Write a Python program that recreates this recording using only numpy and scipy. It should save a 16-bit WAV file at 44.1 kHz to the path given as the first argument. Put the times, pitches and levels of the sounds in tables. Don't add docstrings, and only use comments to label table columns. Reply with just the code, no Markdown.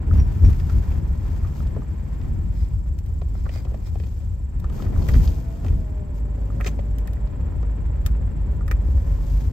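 import sys
import numpy as np
from scipy import signal
from scipy.fft import rfft, irfft
from scipy.io import wavfile
from scipy.ndimage import uniform_filter1d

SR = 44100
rng = np.random.default_rng(int(sys.argv[2]) if len(sys.argv) > 2 else 0)


def file_out(sig):
    cols = np.atleast_2d(sig).T
    lim = np.clip(cols, -1, 1)
    pcm = np.round(lim * 32767).astype(np.int16)
    wavfile.write(sys.argv[1], SR, pcm)


N = 419832
TIME = np.arange(N) / SR
FREQ_HZ = np.fft.rfftfreq(N, 1 / SR)


def gain_of(db):
    return 10 ** (np.asarray(db) / 20)


def unit_rms(x):
    return x / np.sqrt(np.mean(x ** 2) + 1e-20)


def spectrum_at(points, hz):
    point_hz, value = np.transpose(points)
    return np.interp(np.log(hz + 1), np.log(point_hz + 1), value)


def curve(rows, column=1):
    rows = np.asarray(rows)
    return np.interp(TIME, rows[:, 0], rows[:, column])


def add(mix, start_s, sound):
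    part = mix[:, max(round(start_s * SR), 0):][:, :sound.shape[-1]]
    part += sound[..., :part.shape[1]]


def drift(top_hz):
    return unit_rms(irfft(rfft(rng.standard_normal(N)) * np.exp(-(FREQ_HZ / top_hz) ** 2), N))


def swells(base_db, rows, column=2):
    power = sum(gain_of(row[column]) ** 2 * np.exp(-2 * np.pi * ((TIME - row[0]) / row[1]) ** 2)
                for row in rows)
    return np.sqrt(gain_of(base_db) ** 2 + power)


def steadied(x, window_s):
    power = uniform_filter1d(x.mean(0) ** 2, int(window_s * SR))
    return x / np.sqrt(uniform_filter1d(power, int(window_s * SR / 2)) + 1e-9)


def gritty(per_s, spread_db, share):
    size = gain_of(spread_db * np.minimum(rng.exponential(1, (2, N)), 3))
    grains = (rng.random((2, N)) < per_s / SR) * rng.choice([-1, 1], (2, N)) * size
    return np.sqrt(1 - share) * rng.standard_normal((2, N)) + np.sqrt(share) * unit_rms(grains)


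def reflected(x, echo_db=-4, size=600):
    echoes = rng.standard_normal(size) * np.exp(-4 * np.arange(size) / size)
    response = gain_of(echo_db) * unit_rms(echoes) / np.sqrt(size)
    response[0] += 1
    return irfft(rfft(x) * np.exp(1j * np.angle(rfft(response, N))), N)


def resonate(x, hz, width_hz):
    carrier = np.exp(2j * np.pi * np.cumsum(hz) / SR)
    pole = np.exp(-np.pi * width_hz / SR)
    return unit_rms((carrier * signal.lfilter([1 - pole], [1, -pole], x / carrier)).real)


def ring(modes, length_s, rise_s):
    t = np.arange(int(length_s * SR)) / SR
    sines = sum(gain_of(db - 60 * t / t60_s) * np.sin(2 * np.pi * hz * t) for hz, db, t60_s in modes)
    return sines * (1 - np.exp(-t / rise_s))


def note(hz, t60_s, apart_rad, rise_s=.00046):
    t = np.arange(8192) / SR
    phase = np.array([[0], [rng.choice([-1, 1]) * apart_rad]])
    envelope = (1 - np.exp(-t / rise_s)) * gain_of(-60 * t / t60_s)
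    return np.sqrt(2) * envelope * np.sin(2 * np.pi * hz * t + phase)


def mode_colour(modes, centre_hz, below_db, above_db):
    def colour_db(hz):
        power = sum(gain_of(db) ** 2 / (1 + (2 * (hz - mode_hz) / width_hz) ** 2) ** 2
                    for mode_hz, width_hz, db in modes)
        cut_db = np.where(hz < centre_hz, below_db, above_db) * np.log2(hz / centre_hz) ** 2
        return 10 * np.log10(power) - cut_db
    return colour_db


def strike(colour_db, t60_s, tail_db, shared, grit, lag_s=0., size=8192):
    t, hz = np.arange(size) / SR, np.fft.fftfreq(size, 1 / SR)
    noise = rng.standard_normal((3, size))
    decay = gain_of(-60 * t / t60_s) + gain_of(tail_db - 60 * t / .13)
    contacts = grit * (shared * noise[2] + (1 - shared) * noise[:2]) * decay
    contacts[:, 0] += 4
    contacts += .4 * np.roll(contacts * (t < .1), round(.0016 * SR), axis=1)
    log_gain = np.log(gain_of(np.maximum(colour_db(abs(hz) + 1), -90)))
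    causal_colour = np.exp(np.conj(signal.hilbert(log_gain)))
    bending = np.exp(-2j * np.pi * lag_s * 700 * np.arctan(hz / 700))
    sound = np.fft.ifft(np.fft.fft(contacts) * bending * causal_colour).real
    return sound / np.sqrt(uniform_filter1d((sound ** 2).mean(0), size=176).max())


# frequency in Hz, coherence from 0 to 1.
CABIN_COHERENCE = [(20, .998), (45, .99), (70, .95), (99, .89), (160, .8), (270, .42), (450, .1), (740, 0),
                   (1220, .25), (2010, .38), (3330, .37), (5500, .4), (8500, .5), (13000, .5)]
# frequency in Hz, left minus right in dB.
CABIN_BALANCE = [(60, 0), (110, 5.5), (200, 4), (380, 1.5), (700, 1), (1290, -1), (2380, -0.5), (4400, 5),
                 (8120, 4), (15000, -2)]
# frequency in Hz, left lead in radians.
CABIN_PHASE = [(30, 0), (100, -.02), (400, -.1), (1000, .3), (2000, -.6), (5000, .9), (8000, 1.6),
               (12000, .3)]


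def cabin(drive, colour, modes=()):
    left, other = rfft(drive)
    coherence = np.clip(spectrum_at(CABIN_COHERENCE, FREQ_HZ), 0, .999)
    delay = np.exp(-1j * spectrum_at(CABIN_PHASE, FREQ_HZ))
    right = (coherence * left + np.sqrt(1 - coherence ** 2) * other) * delay
    lean = gain_of(spectrum_at(CABIN_BALANCE, FREQ_HZ) / 2)
    lift_db = sum(db / (1 + (2 * (FREQ_HZ - hz) / width_hz) ** 2) for hz, width_hz, db in modes)
    path = gain_of(spectrum_at(colour, FREQ_HZ) + lift_db)
    pair = irfft(np.array([left * lean, right / lean]) * path, N)
    return pair / np.std(pair.mean(0))


def chirp(level_db=-60.5, centre_hz=7520, rate_hz=19.9):
    cycle = 2 * np.pi * rate_hz * (TIME + .024)
    hz = centre_hz - 130 * np.sin(cycle) + 170 * drift(800)
    pulse = .3 + ((1 + np.cos(cycle)) / 2) ** 3
    return gain_of(level_db) * pulse * np.sin(2 * np.pi * np.cumsum(hz) / SR + np.array([[0], [2.1]]))


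# time in seconds, level in dB.
HUM_LEVELS = [(0, -86), (5.9, -71), (6.3, -64), (7.6, -62), (9.5, -57)]


def tread_hum(pitch_hz=549, wander=.004, waver_db=2.0):
    turns = np.cumsum(pitch_hz * (1 + wander * drift(8))) / SR
    level = gain_of(curve(HUM_LEVELS) + waver_db * drift(5.4))
    return np.sqrt(2) * level * np.sin(2 * np.pi * turns + np.array([[0], [1]]))


# centre in seconds, length in seconds, level in dB, squeal in Hz.
RUB_STROKES = [(2.61, 0.31, -57, 5100), (3.41, 0.45, -63, 5150), (3.564, 0.25, -50.5, 4800),
               (3.87, 0.12, -53, 5130), (6.67, 0.17, -46.5, 6300)]
# frequency in Hz, density in dB.
RUB_SPECTRUM = [(900, 4), (1700, 2), (2400, -1.5), (2750, -14), (3200, -1), (3700, -2.5), (4300, -3),
                (4520, -12), (4850, -6.5), (5350, -15), (5700, -10), (6200, -8), (6550, -10), (7300, -2),
                (8100, -7.5), (14000, -11)]
# frequency in Hz, width in Hz, lift in dB.
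RUB_RESONANCES = [(2070, 160, 8), (2430, 110, 10), (4260, 160, 5.5), (4800, 120, 8), (4960, 130, 2),
                  (5600, 130, 10), (6130, 160, 5.5)]


def rubs(rough_db=1.5, squeal_db=-7, wander=.012):
    strokes = sum(gain_of(db) * np.exp(-(5.2 * (TIME - centre_s) / length_s) ** 2)
                  for centre_s, length_s, db, _ in RUB_STROKES)
    slips = gritty(per_s=340, spread_db=1.0, share=.54)
    squeal_hz = curve(RUB_STROKES, column=3) * (1 + wander * drift(25))
    squeal = gain_of(squeal_db) * resonate(slips, squeal_hz, width_hz=280)
    scrape = cabin(slips, RUB_SPECTRUM, RUB_RESONANCES)
    return (scrape + squeal) * strokes * gain_of(rough_db * drift(120))


# start in seconds, level in dB.
PING_HITS = [(.173, -58), (0.199, -44), (.211, -49), (0.449, -48)]
# frequency in Hz, level in dB, t60 in seconds.
METAL_MODES = [(5630, 3, 0.098), (5560, -6, 0.16), (5720, -8, 0.05)]


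def pings():
    out = np.zeros((2, N))
    ping = ring(METAL_MODES, length_s=.3, rise_s=.001)
    for start_s, db in PING_HITS:
        add(out, start_s, gain_of(db) * ping)
    return out


# start in seconds, relative level in dB.
TICK_HITS = [(2.9875, -44), (3.0615, -50), (4.6, -45), (5.0863, -33), (6.61, -44), (6.671, -38),
             (6.681, -44), (6.984, -40.5), (7.074, -41), (7.1332, -45.5), (8.0623, -28.5), (8.68, -41.5),
             (8.7128, -33)]
# frequency in Hz, density in dB.
TICK_SPECTRUM = [(800, -23), (2000, 4.5), (5000, 1), (8000, 0.5), (11800, 6), (13200, -0.5), (15000, -1.5),
                 (16500, -5.5)]


def ticks(gain_db=-.5, right_lag_s=.00007):
    out = np.zeros((2, N))
    for start_s, db in TICK_HITS:
        left, right = strike(lambda hz: spectrum_at(TICK_SPECTRUM, hz),
                             t60_s=.026, tail_db=-18, shared=.26, grit=.9)
        right = np.roll(right, round(right_lag_s * SR))
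        add(out, start_s, gain_of(db + gain_db) * np.array([left, right]))
    return out


def faint_clicks(count=18, level_db=-57, pitch_hz=1410, spread_db=7, snap_db=-13.5, ring_db=-17):
    rough_db = curve(ROAD_SURFACE)
    odds = np.cumsum(gain_of(rough_db) ** 4)
    when, size, octave = rng.random((count, 3)).T
    starts = np.searchsorted(odds, when * odds[-1])
    levels_db = level_db + rough_db[starts] + spread_db * (2 * size - 1)
    pitches_hz = pitch_hz * 2 ** (octave - .5)
    return [(s, db, hz, snap_db, ring_db, 0) for s, db, hz in zip(starts / SR, levels_db, pitches_hz)]


# start in seconds, level in dB, pitch in Hz, then snap, ring, thud in relative dB.
TRIM_CLICKS = [(.111, -39, 1210, -18, -2, -7), (.138, -55, 5200, 0, -10, 13), (.199, -48, 2400, -8, -6, 0),
               (.449, -44, 2100, -6, -12, 3), (.462, -47, 2610, -1, -8, -1), (.53, -48, 2420, 1, -4, -6),
               (0.6, -48.5, 1700, 2.5, -10, -4), (.697, -41, 1350, -5.5, -3, -5),
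               (.919, -50, 2370, -3, -3, -6), (1.447, -44, 1230, -20, -2, -6),
               (1.603, -44.5, 1300, -12, -14, 1), (1.672, -57.5, 2460, 7.5, -10, -4),
               (1.819, -47, 1100, -20, -6, -5), (2.215, -55, 2750, 2, -14, -4),
               (3.352, -51, 1400, -16, -6, 9), (3.456, -46, 1400, -20, -10, -2),
               (3.463, -40, 1360, -22, -8, -7), (3.492, -41, 2870, -8, -3, 1),
               (3.559, -49, 1700, -10, -8, -6), (4.643, -38, 1240, -13, -9, -2),
               (4.699, -47, 1300, -5, -12, 4), (4.8, -42, 1180, -22, -6, -6),
               (4.823, -46, 1600, 2.5, -15, 8), (4.961, -44.5, 1280, -20, -2, -7),
               (5.023, -51, 4340, -8, 5, 8), (5.089, -34, 1950, -8, -1, 1), (5.094, -43, 2060, -12, 4, -4),
               (5.137, -43, 4700, -9, -2, 4), (5.142, -36, 1800, -6, -3, 1), (5.153, -41, 1920, -3, -6, -1),
               (5.276, -39.5, 4990, -12, -4, -9), (5.647, -44.5, 1300, -3.5, -14, 8),
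               (5.664, -47, 2220, -3, -8, 0), (5.683, -47, 2320, 1.5, -8, -1),
               (6.502, -50, 1230, -20, 11, 4), (6.603, -40, 1290, -22, 1, 0),
               (6.61, -33.5, 1980, -17, 0, -2), (6.646, -37, 1640, -1, -11, -8),
               (6.665, -32.5, 2490, -0.5, 2, -4), (6.672, -37, 6300, -1, 3, 3),
               (6.676, -37, 2740, -9, 0, -2), (6.681, -40, 2090, -1, -10, -2),
               (7.078, -52.5, 1830, -20, 11.5, 0), (7.169, -51, 1650, -20, -3, -3),
               (7.274, -56.5, 4200, -4, -8, -8), (7.629, -47, 1190, -6, -10, 10),
               (8.063, -40.5, 1300, -3, -8, -8), (8.609, -43, 1250, -17, -9, 3),
               (8.679, -39, 1640, -21, -8, -14), (8.712, -29, 1830, -18, -3, -3)]
# frequency in Hz, width in Hz, level in dB.
PLASTIC_MODES = [(577, 140, 2), (1277, 470, 0), (1823, 950, -7), (2320, 1400, -4.5), (3330, 550, -9),
                 (3800, 230, -22), (4800, 1800, -11), (6160, 370, -12), (7660, 3400, -13.5),
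                 (13000, 4000, -12)]


def clicks(snap_hz=3950, thud_hz=600, left_minus_right_db=-2.5):
    out = np.zeros((2, N))
    lean = gain_of(np.array([[.5], [-.5]]) * left_minus_right_db)
    snap_colour = mode_colour(PLASTIC_MODES, snap_hz, below_db=6, above_db=6)
    thud_colour = mode_colour(HOLLOW_MODES, thud_hz, below_db=4, above_db=4)
    for start_s, db, pitch_hz, snap_db, ring_db, thud_db in TRIM_CLICKS + faint_clicks():
        part_colour = mode_colour(PLASTIC_MODES, pitch_hz, below_db=12, above_db=33)
        part = strike(part_colour, t60_s=.04, tail_db=-21.5, shared=.33, grit=1.0)
        snap = gain_of(snap_db) * strike(snap_colour, t60_s=.035, tail_db=-25, shared=.4, grit=.45)
        thud = gain_of(thud_db) * strike(thud_colour, t60_s=.03, tail_db=-30, shared=.3, grit=.6)
        tone = gain_of(ring_db) * note(pitch_hz, t60_s=.026, apart_rad=1.3)
        add(out, start_s, gain_of(db) * (lean * (part + tone) + snap + thud))
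    return out


# start in seconds, level in dB, pitch in Hz, then edge and ring in relative dB.
KNOCK_HITS = [(1.763, -31.5, 696, -30, -3), (1.772, -41, 400, -28, -2), (3.216, -35.5, 694, -13, -5),
              (3.464, -39, 633, -24, 3), (3.493, -41, 700, -24, 0), (3.558, -40, 650, -9, -4),
              (3.65, -39, 564, -11.5, -3), (3.669, -45, 645, -26, -7), (3.717, -38.5, 670, -28, -1),
              (3.742, -36, 625, -16, 1), (3.955, -35.5, 575, -21, -10), (3.999, -41, 520, -5.5, -5),
              (4.036, -43.5, 520, -6.5, -5), (4.068, -47, 520, -9, -8), (6.661, -37, 422, -3, 12.5),
              (6.791, -39.5, 570, -6.5, 16.5)]
# frequency in Hz, width in Hz, level in dB.
HOLLOW_MODES = [(400, 150, 19), (596, 610, 10.5), (760, 110, 7), (940, 380, 5), (1500, 660, -4.5)]


def knocks(edge_hz=2900):
    out = np.zeros((2, N))
    edge_colour = mode_colour(PLASTIC_MODES, edge_hz, below_db=6, above_db=6)
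    for start_s, db, pitch_hz, edge_db, ring_db in KNOCK_HITS:
        hollow_colour = mode_colour(HOLLOW_MODES, pitch_hz, below_db=4, above_db=4)
        hollow = strike(hollow_colour, t60_s=.035, tail_db=-30, shared=.4, grit=.5, lag_s=.003)
        edge = gain_of(edge_db) * strike(edge_colour, t60_s=.054, tail_db=-34, shared=.19, grit=1.0)
        tone = gain_of(ring_db) * note(pitch_hz, t60_s=.036, apart_rad=1.66)
        add(out, start_s, gain_of(db) * (hollow + edge + tone))
    return out


# time in seconds, hiss in dB.
HISS_LEVELS = [(0, -54), (.5, -52.5), (2.3, -55.5), (2.8, -63), (3.25, -62.5), (3.55, -59.5), (4.35, -63.5),
               (4.6, -59.5), (4.82, -51.5), (5.14, -53), (5.4, -56.5), (6.1, -59), (7.5, -55.5), (9.5, -56)]
# centre in seconds, length in seconds, spray in dB.
SLUSH_PATCHES = [(.16, 0.076, -63.5), (0.624, 0.72, -57.5), (1.354, 0.62, -62.5), (1.588, 0.092, -57),
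                 (2.15, 1.7, -68), (3.543, 0.96, -66.5), (4.068, 0.39, -63.5), (4.807, 0.17, -56),
                 (5.173, 0.43, -52.5), (5.227, 0.041, -51.5), (5.597, 0.55, -63), (6.17, 0.053, -62),
                 (6.68, 0.55, -66), (8.99, 0.32, -62), (9.342, 0.35, -57)]
# frequency in Hz, density in dB.
CRUNCH_SPECTRUM = [(100, -28), (280, 2), (400, 3.5), (480, 1), (560, 2), (680, -4.5), (900, -6), (1060, -9),
                   (1250, -34.5), (1600, -34), (4000, -46.5), (9000, -76)]
HISS_SPECTRUM = [(200, -37.5), (680, 10), (1050, 9), (1160, 3.5), (1260, 5.5), (1500, 3), (1620, 2),
                 (1820, 3), (2050, -2.5), (2450, -7), (2800, -9.5), (3200, -10), (4500, -19), (9000, -36)]
SPRAY_SPECTRUM = [(200, -36.5), (900, -19.5), (2200, -3.5), (3300, -0.5), (5000, -1), (6500, 2), (8300, -3),
                  (12500, 0), (15000, -7.5), (16000, -14)]
# frequency in Hz, width in Hz, lift in dB.
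ARCH_RESONANCES = [(1350, 110, 0), (2190, 98, 3.5), (2406, 170, 6), (2750, 110, 4.5), (3220, 250, 2),
                   (3650, 100, 1), (4250, 120, 1.5), (4650, 140, 6), (5170, 120, 6)]


def slush(crunch_db=-53, spray_db=-72, rut_lift_db=4.0):
    clods = gritty(per_s=250, spread_db=3, share=.3)
    drops = gritty(per_s=260, spread_db=3.6, share=.45)
    ice = gritty(per_s=600, spread_db=4, share=.55)
    clods, drops, ice = reflected(clods), reflected(drops), reflected(ice)
    flutter_db = .8 * drift(45) + .6 * drift(8)
    splash_db = rut_lift_db * sum(np.exp(-((TIME - start_s - .012) / .02) ** 2) for start_s, _ in RUTS)
    load_db = curve(ENGINE_RUN, column=2)
    bite_db = .96 * curve(ROAD_SURFACE) + .29 * (load_db - load_db.min())
    crunch = cabin(clods, CRUNCH_SPECTRUM) * gain_of(crunch_db + bite_db + .5 * splash_db)
    hiss = cabin(drops, HISS_SPECTRUM, ARCH_RESONANCES) * gain_of(curve(HISS_LEVELS) + 1.33 * splash_db)
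    spray_gain = swells(spray_db, SLUSH_PATCHES) * gain_of(splash_db)
    spray = cabin(ice, SPRAY_SPECTRUM, ARCH_RESONANCES) * spray_gain
    return (crunch + hiss + spray) * gain_of(flutter_db)


# time in seconds, firing rate in Hz, load in dB, whine in dB.
ENGINE_RUN = [(0, 49.59, -38.5, -88), (4.6, 50.11, -35.5, -73.5), (5.2, 57.5, -23.5, -75),
              (5.42, 58.32, -25.5, -54.5), (5.66, 60.29, -27, -59), (5.88, 55.07, -31.5, -53.5),
              (6.1, 52.66, -29, -53), (6.42, 51.83, -22.5, -59.5), (6.85, 52.59, -25, -57.5),
              (7.2, 54.23, -28.5, -55.5), (7.6, 52.77, -24.5, -68), (8.05, 51.82, -25, -71),
              (8.55, 50.66, -23.5, -68), (8.95, 50.02, -24, -75), (9.52, 50.04, -23.5, -82)]
# multiple of the firing rate, relative level in dB.
DRONE_PARTIALS = [(1, -1), (2, -16), (3, -23.5), (4, -27), (5.1, -26), (6.5, -35.5), (8.4, -33.5),
                  (11, -41.5)]
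WHINE_PARTIALS = [(7.55, -2.5), (11.35, 2), (15.1, -7.5)]


def engine(waver_db=1.5, flutter_db=2.0, jitter=.0039, shake=.01208):
    out = np.zeros((2, N))
    firing_hz = curve(ENGINE_RUN) * (1 + jitter * drift(11.2) + shake * drift(69))
    turns = np.cumsum(firing_hz) / SR
    load_db = curve(ENGINE_RUN, column=2)
    whine_db = curve(ENGINE_RUN, column=3) + flutter_db * drift(14)
    for partials, level_db in (DRONE_PARTIALS, load_db), (WHINE_PARTIALS, whine_db):
        for order, db in partials:
            offset_turns = rng.random() + np.array([[0], [.006]]) * order ** 1.5
            level = gain_of(level_db + db + waver_db * drift(5.3))
            out += np.sqrt(2) * level * np.sin(2 * np.pi * (order * turns + offset_turns))
    return out


# centre in seconds, length in seconds, drumming rate in Hz, level in dB.
SNOW_RIBS = [(3.028, 0.8, 72.6, -33), (7.97, 0.39, 68, -21), (8.918, 0.29, 69.2, -17.5)]


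def washboard(wander=.016):
    out = np.zeros(N)
    slip = 1 + wander * drift(5.3)
    for centre_s, length_s, hz, db in SNOW_RIBS:
        envelope = gain_of(db) * np.exp(-np.pi * ((TIME - centre_s) / length_s) ** 2)
        out += envelope * np.sin(2 * np.pi * np.cumsum(hz * slip) / SR)
    return out


# start in seconds, peak level in dB.
RUTS = [(0.137, -9.5), (0.184, -33), (0.44, -3.5), (0.484, -14), (5.085, -40), (5.164, -3), (5.234, -17),
        (5.658, -12), (5.714, -36), (8.064, -19.5)]
# frequency in Hz, level in dB, t60 in seconds.
BODY_MODES = [(47.2, -1.5, 0.17), (76, 3, 0.1), (95, -5, 0.087), (233, -7.5, 0.087)]


def bumps():
    out = np.zeros((2, N))
    thump = ring(BODY_MODES, length_s=.4, rise_s=.0016)
    for start_s, db in RUTS:
        add(out, start_s, gain_of(db) * thump / abs(thump).max())
    return out


# time in seconds, roughness in dB, unevenness in dB.
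ROAD_SURFACE = [(0, 3, 2), (.9, 1, 4), (1.4, 1.5, 0.5), (2.35, -2, -4.5), (2.75, -5, 1), (3.7, -2.5, -1.5),
                (4.45, -8, -1.5), (4.85, 6, 3), (5.1, 6.5, -6), (5.45, -2.5, -3.5), (6.2, -2, -5.5),
                (7.3, -0.8, -2), (7.7, -0.5, -0.5), (9.5, -1.5, 2.5)]
# centre in seconds, length in seconds, boom in dB, roar in dB.
SNOW_RIDGES = [(0.17, 0.15, -12, -24.5), (0.473, 0.11, -9.5, -26.5), (0.76, 0.11, -16.5, -28.5),
               (0.986, 0.22, -25, -33.5), (1.657, 0.13, -24.5, -34.5), (1.788, 0.028, -51, -26),
               (2.374, 0.42, -23.5, -35), (4.991, 0.075, -15, -33), (5.189, 0.21, -12.5, -27.5),
               (5.726, .18, -17, -30.5), (8.545, 0.057, -17.5, -41), (8.917, 0.18, -26, -40)]
# frequency in Hz, density in dB.
BOOM_SPECTRUM = [(10, -58.5), (20, -21), (30, 2), (42, 3), (50, 4), (60, 2), (72, 3.5), (95, -1.5),
                 (125, -15.5), (170, -19), (300, -72)]
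ROAR_SPECTRUM = [(20, -68.5), (70, -8), (138, 2.5), (175, -3.5), (240, -7), (290, -12), (350, -14.5),
                 (450, -22), (700, -38), (1500, -65), (8000, -84)]


def road(boom_db=-24, roar_db=-36, rock_db=2.0, rock_hz=19, lump_db=1.5):
    uneven_db = curve(ROAD_SURFACE, column=2) + rock_db * drift(rock_hz)
    boom_gain = swells(boom_db + uneven_db, SNOW_RIDGES, column=2)
    roar_gain = swells(roar_db + .95 * curve(ROAD_SURFACE), SNOW_RIDGES, column=3)
    lumps = gain_of(lump_db * drift(35))
    boom = steadied(cabin(rng.standard_normal((2, N)), BOOM_SPECTRUM), window_s=.15)
    roar = steadied(cabin(rng.standard_normal((2, N)), ROAR_SPECTRUM), window_s=.18)
    return boom_gain * boom + roar_gain * lumps * roar


def scene():
    driving = road() + washboard() + slush() + engine() + tread_hum() + bumps()
    interior = knocks() + clicks() + ticks() + pings() + rubs() + chirp()
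    return signal.windows.tukey(N, .001) * (driving + interior)


def record(dry, low_hz=32.5, notch_hz=10200, notch_width_hz=2000, notch_db=-26.5, top_hz=16000):
    low_cut = FREQ_HZ ** 4 / np.sqrt(FREQ_HZ ** 8 + low_hz ** 8)
    notch = gain_of(notch_db * np.exp(-(2 * (FREQ_HZ - notch_hz) / notch_width_hz) ** 4))
    coloured = irfft(rfft(dry) * low_cut * notch, N)
    rounded = coloured / (1 + (coloured / .9) ** 6) ** (1 / 6)
    low_pass = signal.firwin(511, top_hz, window=("kaiser", 9), fs=SR)
    return signal.oaconvolve(rounded, low_pass[None], "same")


dry = scene()
out = record(dry)
file_out(out)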